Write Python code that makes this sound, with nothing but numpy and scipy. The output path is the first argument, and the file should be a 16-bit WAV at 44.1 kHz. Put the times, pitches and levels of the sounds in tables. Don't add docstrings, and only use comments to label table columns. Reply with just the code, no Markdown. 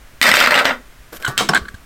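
import sys
import numpy as np
from scipy import signal
from scipy.fft import rfft, irfft, next_fast_len
from scipy.io import wavfile
from scipy.ndimage import map_coordinates

SR = 44100
rng = np.random.default_rng(int(sys.argv[2]) if len(sys.argv) > 2 else 0)


def int16_out(signal):
    q = np.round(np.clip(np.atleast_2d(signal).T, -1, 1) * 32767)
    wavfile.write(sys.argv[1], SR, q.astype(np.int16))


N = 81585
AGE = np.arange(SR // 2) / SR

# (t/s, ring level/dB, crack level/dB, tilt/dB per octave)
LID_CONTACTS = [(0.2147, -37, -5, 1), (0.223, -10.5, -17, 6), (0.2284, -7.5, 1.5, 4), (.239, -9.5, -12, -3),
                (.255, -8.5, -5, -3.5), (.266, -10, -18, 3.5), (.277, -12, -16, -4.5), (.29, -15, -7, 0),
                (0.3149, -12, -4.5, 0), (0.3392, -10.5, -3.5, 0.5), (.354, -16.5, -18.5, 4.5),
                (0.369, -14.5, -6.5, 0.5), (.376, -12.5, -13, 0.5), (.390, -13, -17, 1),
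                (0.4025, -13.5, -7.5, 1), (.411, -13.5, -12.5, -4.5), (0.4244, -14, -13.5, 0),
                (.439, -12, -12, -2), (0.4602, -22, -5, -1.5), (.4725, -14, -7, -2), (.486, -27, -18, -4),
                (.5081, -13.5, -7, -1), (.520, -13.5, -12, -4), (.542, -16, -9.5, 1),
                (.553, -16, -8.5, -3.5), (.559, -13.5, -8.5, -3), (0.5763, -11.5, -14, -2),
                (.589, -16.5, -12.5, 0), (.597, -20.5, -7.5, -5.5), (.610, -19, -18, -13),
                (.645, -20, -25, -0.5), (.6536, -10, -4, -2), (.674, -26.5, -32, -6),
                (.692, -17, -12.5, -6.5), (.709, -27.5, -14.5, -6.5), (.724, -28.5, -30, -9)]
# (f/Hz, level/dB)
LID_SPECTRUM = [(50, -47), (90, -24), (170, -32), (250, -10.5), (320, -24), (570, -3), (850, -7),
                (1050, -7), (1400, 0), (1980, -1), (2330, -4), (3600, -9), (5000, -14), (6500, -21.5),
                (8300, -20), (10300, -32.5), (14000, -25.5), (16000, -37)]
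# (f/Hz, t60/s)
LID_RING_TIMES = [(200, 0.41), (600, 0.19), (1800, 0.18), (5000, 0.18), (14000, 0.24)]
# (f/Hz, level/dB, t60/s)
LID_TONES = [(519, -21, 0.19), (594.5, -18, 0.18), (850, -22, 0.072), (931, -18, 0.11), (1299, -14, 0.19),
             (1407, -12.5, 0.19), (1518, -24, 0.23), (1562, -15, 0.24), (1754, -27, 0.2),
             (1930, -11.5, 0.24), (2036, -12, 0.2), (2210, -21, .17), (2400, -23, 0.17),
             (3596, -17.5, 0.21), (4740, -21, .24)]
# (f/Hz, level/dB)
CRACK_BASS_CUT = [(60, -18), (300, -15.5), (900, -2)]
# (t/s, level/dB)
DISC_BOUNCES = [(0.215, -4), (0.3161, -3.5)]
# (f/Hz, level/dB, t60/s)
DISC_TONES = [(260, -13, 0.038), (1380, -20, 0.023), (1955, 1.5, 0.085), (2600, -30, 0.046),
              (3900, -2, 0.0087), (5250, -1.5, 0.0076), (8260, -8, 0.0055)]


def disc_on_lid():
    out = np.zeros(N)
    lid_colour = overlay(LID_SPECTRUM, mode_ripple(depth_db=3, spacing_hz=55.37))
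    edge_colour = overlay(LID_SPECTRUM, CRACK_BASS_CUT)
    for start, ring_db, crack_db, slope_db in LID_CONTACTS:
        spot = mode_ripple(depth_db=3.5, spacing_hz=380)
        crack = noise(overlay(edge_colour, spot), slope_db + 1)
        crack *= stroke(length=0.0018, rise=0.00031, t60=0.013)
        crowd = crowded_modes(overlay(lid_colour, spot), LID_RING_TIMES, slope_db)
        polarity = rng.choice([-1, 1])
        tones = ring(LID_TONES, slope_db, scatter_db=4, detune_hz=14)
        add(out, start, amp(crack_db) * crack + amp(ring_db) * (crowd + polarity * tones))
    for start, db in DISC_BOUNCES:
        add(out, start, amp(db) * ring(DISC_TONES, scatter_db=3))
    low_cut = signal.butter(2, 137, "highpass", fs=SR, output="sos")
    return signal.sosfilt(low_cut, out)


# (t/s, level/dB, tilt/dB per octave, t60/s)
TIN_CLACKS = [(1.169, -31.5, 4, 0.022), (1.225, -22.5, 4, 0.0083), (1.250, -25, 8.5, 0.047),
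              (1.277, -24.5, 8.5, 0.089), (1.3779, -3.5, 2, 0.024), (1.384, -13, 1.5, 0.22),
              (1.393, -34, -3, 0.07), (1.4887, -15, 4, 0.052), (1.5476, -13, 4, 0.018),
              (1.557, -17, -2, 0.06), (1.572, -21, 1.5, 0.066), (1.683, -43.5, 7, 0.088),
              (1.743, -43, 3.5, 0.081)]
# (f/Hz, level/dB)
CLACK_SPECTRUM = [(150, -13), (600, -7), (1100, -10), (1500, -4), (2000, -3.5), (3200, 2), (4200, -7),
                  (6000, -12), (7800, -10), (10000, -22.5), (16000, -28)]
# (t/s, level/dB)
TIN_NUDGES = [(1.13, -48.5), (1.28, -27.5), (1.378, -37.5), (1.577, -43)]
# (f/Hz, level/dB, t60/s)
TIN_TONES = [(1156, -4.5, 0.57), (1314, -2.5, 0.61), (1494, -2.5, 0.59), (1690, -2, 0.36), (1852, 0, 0.29)]
# (t/s, level/dB)
BATTEN_KNOCKS = [(1.279, -23.5), (1.395, -27.5), (1.408, -16.5), (1.491, -16), (1.5109, -28.5),
                 (1.534, -18.5)]
# (f/Hz, level/dB)
KNOCK_SPECTRUM = [(60, -24), (200, -5), (330, -5.5), (430, -2), (560, -7), (760, 0), (930, -2), (1120, -3),
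                  (1900, -16), (5000, -22.5), (16000, -47)]
# (f/Hz, t60/s)
KNOCK_RING_TIMES = [(200, 0.42), (800, 0.14), (4000, 0.28)]
# (f/Hz, level/dB, t60/s)
HOLLOW_TONES = [(742.5, -1.5, 0.078), (1110, -0.5, 0.073)]


def deep_tin():
    out = np.zeros(N)
    clack_colour = overlay(CLACK_SPECTRUM, mode_ripple(depth_db=3.5, spacing_hz=129))
    for start, db, slope_db, t60 in TIN_CLACKS:
        add(out, start, amp(db) * noise(clack_colour, slope_db) * fade(t60))
    for start, db in TIN_NUDGES:
        add(out, start, amp(db) * ring(TIN_TONES, scatter_db=4, rough_rad=0.96))
    for start, db in BATTEN_KNOCKS:
        knock = crowded_modes(KNOCK_SPECTRUM, KNOCK_RING_TIMES) + ring(HOLLOW_TONES)
        add(out, start, amp(db) * knock)
    return out


# (t/s, level/dB, f/Hz, t60/s)
RIM_CHINKS = [(.376, -19, 2730, .12), (0.447, -18, 4800, 0.099), (0.507, -20, 4250, .05),
              (.542, -11, 2830, 0.055), (0.6545, -22, 5410, .04), (0.708, -17.5, 2750, 0.037),
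              (1.2646, -19.5, 3020, 0.04), (1.378, 0.5, 3140, 0.014), (1.38, -21, 3250, 0.17),
              (1.492, -8, 5350, 0.033), (1.5475, -21, 7060, .03)]


def rim_chinks():
    out = np.zeros(N)
    for start, db, hz, t60 in RIM_CHINKS:
        add(out, start, ring([(hz, db, t60)], scatter_db=0))
    return out


# (t/s, length/s, level/dB, f/Hz)
RIM_SLIPS = [(1.23, 0.017, -30, 1584), (1.2472, 0.0061, -14, 1515), (1.2627, 0.0054, -17.5, 1505),
             (1.271, 0.0057, -18.5, 1460), (1.368, 0.0024, -44, 1500), (1.372, 0.0033, -27, 1490),
             (1.389, 0.016, -20, 1420), (1.490, 0.0059, -13.5, 1528), (1.5347, 0.0038, -9.5, 1483),
             (1.547, 0.011, -10, 1555), (1.563, 0.0057, -9.5, 1567), (1.573, 0.0043, -10.5, 1574),
             (1.652, 0.0077, -33.5, 1540), (1.683, 0.0066, -27, 1635), (1.743, 0.0085, -37.5, 1590)]
# (ratio to f, level/dB)
SLIP_PARTIALS = [(.71, -11), (1, 3), (1.35, -12.5), (2.02, -14.5), (2.27, -18), (2.65, -13.5), (5.2, -20.5)]


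def rim_squeaks():
    out = np.zeros(N)
    for start, length, db, hz in RIM_SLIPS:
        tone = np.zeros(len(AGE))
        for ratio, partial_db in SLIP_PARTIALS:
            phase = 2 * np.pi * hz * AGE + 0.49 * wobble(per_s=460)
            tone += amp(partial_db) * np.sin(ratio * phase)
        burst = stroke(length, rise=0.00071, t60=0.0077)
        tin_tail = amp(-21) * stroke(length, rise=length, t60=0.19)
        add(out, start, amp(db) * unit(tone) * (burst + tin_tail))
    return out


# (t/s, level/dB, f/Hz, t60/s)
FLOOR_THUDS = [(.217, -26, 254, 0.12), (0.246, -18, 255, .12), (0.291, -19.5, 204.4, 0.11),
               (0.331, -29.5, 107, 0.13), (0.4722, -23.5, 246, 0.18), (.52, -18.5, 589, 0.17),
               (.559, -27, 269, 0.29), (.5764, -21, 590, 0.11), (.645, -21.5, 488, 0.22),
               (0.6539, -27, 267.6, 0.34), (.709, -28, 244.6, 0.24), (1.282, -18, 130, 0.13),
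               (1.386, -28, 130, 0.15), (1.419, -26, 206.5, 0.3), (1.491, -14.5, 157.5, 0.12),
               (1.499, -25, 199, 0.47), (1.615, -20, 62, 0.077), (1.742, -17.5, 80, 0.037),
               (1.742, -33.5, 195, 0.078)]


def floor_thuds(rise_s=0.0009):
    out = np.zeros(N)
    onset = 1 - np.exp(-AGE / rise_s)
    for start, db, hz, t60 in FLOOR_THUDS:
        add(out, start, ring([(hz, db, t60)], scatter_db=0.5) * onset)
    return out


# (t/s, length/s, level/dB, tilt/dB per octave)
DISC_SLIDES = [(1.121, 0.021, -32, -0.5), (1.143, 0.029, -36.5, 1.5), (1.196, 0.122, -40, -0.5)]
# (f/Hz, level/dB)
SLIDE_SPECTRUM = [(59, -61), (100, -7), (365, 0), (442, 2), (705, -4.5), (836, -12.5), (1610, -1),
                  (1830, -11), (3470, -15), (10500, -19.5), (13500, -11), (16000, -38)]


def disc_scuffs(grain_db=2.5):
    out = np.zeros(N)
    for start, length, db, slope_db in DISC_SLIDES:
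        grains = unit(noise(SLIDE_SPECTRUM, slope_db) * amp(grain_db * wobble(per_s=304)))
        add(out, start, amp(db) * grains * stroke(length, rise=0.0059, t60=0.06))
    return out


# (f/Hz, level/dB)
VAN_SPECTRUM = [(12, -0.5), (20, -7), (53, -5), (91, -16.5), (485, -27.5), (660, -25), (802, -29.5),
                (1120, -26), (1570, -24.5), (2390, -29), (4180, -35.5), (5680, -36), (16000, -41.5)]


def van_air():
    return amp(-42.5) * noise(VAN_SPECTRUM, size=N)


def amp(db):
    return 10 ** (np.asarray(db) / 20)


def unit(x):
    return x / np.sqrt(np.mean(x ** 2) + 1e-20)


def along(points, hz):
    freqs, values = np.transpose(points)
    return np.interp(np.log(hz + 1), np.log(freqs + 1), values)


def fade(t60):
    return amp(-60 * AGE / t60)


def stroke(length, rise, t60):
    return np.minimum(AGE / rise, 1) * amp(-60 * np.maximum(AGE - length, 0) / t60)


def random_curve(positions):
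    return map_coordinates(rng.standard_normal(2048), [positions], mode="wrap")


def wobble(per_s):
    return random_curve(AGE * per_s)


def add(track, start, sound):
    part = track[round(start * SR):][:len(sound)]
    part += sound[:len(part)]


def tilt(hz, slope_db):
    return amp(slope_db * np.log2(np.clip(hz, 900, 10000) / 2000))


def noise(colour, slope_db=0, size=len(AGE)):
    hz = np.fft.rfftfreq(size, 1 / SR)
    white = rfft(rng.standard_normal(size))
    return unit(irfft(white * amp(along(colour, hz)) * tilt(hz, slope_db), size))


def mode_ripple(depth_db, spacing_hz):
    hz = np.arange(0, SR / 2, spacing_hz / 4)
    ripple = np.clip(random_curve(hz / spacing_hz), -1.6, 1.6)
    return np.c_[hz, depth_db * ripple * np.minimum(hz / 2500, 1)]


def overlay(colour, detail):
    hz = np.union1d(np.transpose(colour)[0], np.transpose(detail)[0])
    return np.c_[hz, along(colour, hz) + along(detail, hz)]


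def crowded_modes(colour, ring_times, slope_db=0):
    spectrum = rfft(noise(colour, slope_db))
    hz = np.fft.rfftfreq(len(AGE), 1 / SR)
    centres, t60s = np.transpose(ring_times)
    out = np.zeros(len(AGE))
    for weights, t60 in zip(np.eye(len(centres)), t60s):
        band = along(np.c_[centres, weights], hz)
        out += irfft(spectrum * band, len(AGE)) * fade(t60)
    return out


def ring(modes, slope_db=0, scatter_db=2, rough_rad=0, detune_hz=0):
    out = np.zeros(len(AGE))
    for hz, db, t60 in modes:
        gain = amp(db + scatter_db * rng.standard_normal()) * tilt(hz, slope_db)
        phase = 2 * np.pi * (hz + detune_hz * rng.standard_normal()) * AGE
        if rough_rad:
            phase += rough_rad * wobble(per_s=102)
        out += gain * fade(t60) * np.sin(phase)
    return out


def scene():
    handling = disc_on_lid() + deep_tin() + rim_chinks() + floor_thuds() + rim_squeaks() + disc_scuffs()
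    return (handling + van_air())[None]


def record(dry):
    ceiling, attack_s, release_db_per_s, top_hz = 1.19, 0.001, 151, 16100
    over_db = 20 * np.log10(np.maximum(1, np.abs(dry) / ceiling))
    recovery_db = release_db_per_s * np.arange(N) / SR
    duck_db = np.maximum.accumulate(over_db + recovery_db, axis=-1) - recovery_db
    lag = np.exp(-1 / (attack_s * SR))
    limited = dry * amp(-signal.lfilter([1 - lag], [1, -lag], duck_db))
    saturated = limited / (1 + limited ** 4) ** (1 / 4)
    size = next_fast_len(N + SR // 2)
    passband = np.fft.rfftfreq(size, 1 / SR) < top_hz
    return irfft(rfft(saturated, size) * passband, size)[:, :N]


dry = scene()
out = record(dry)
int16_out(out)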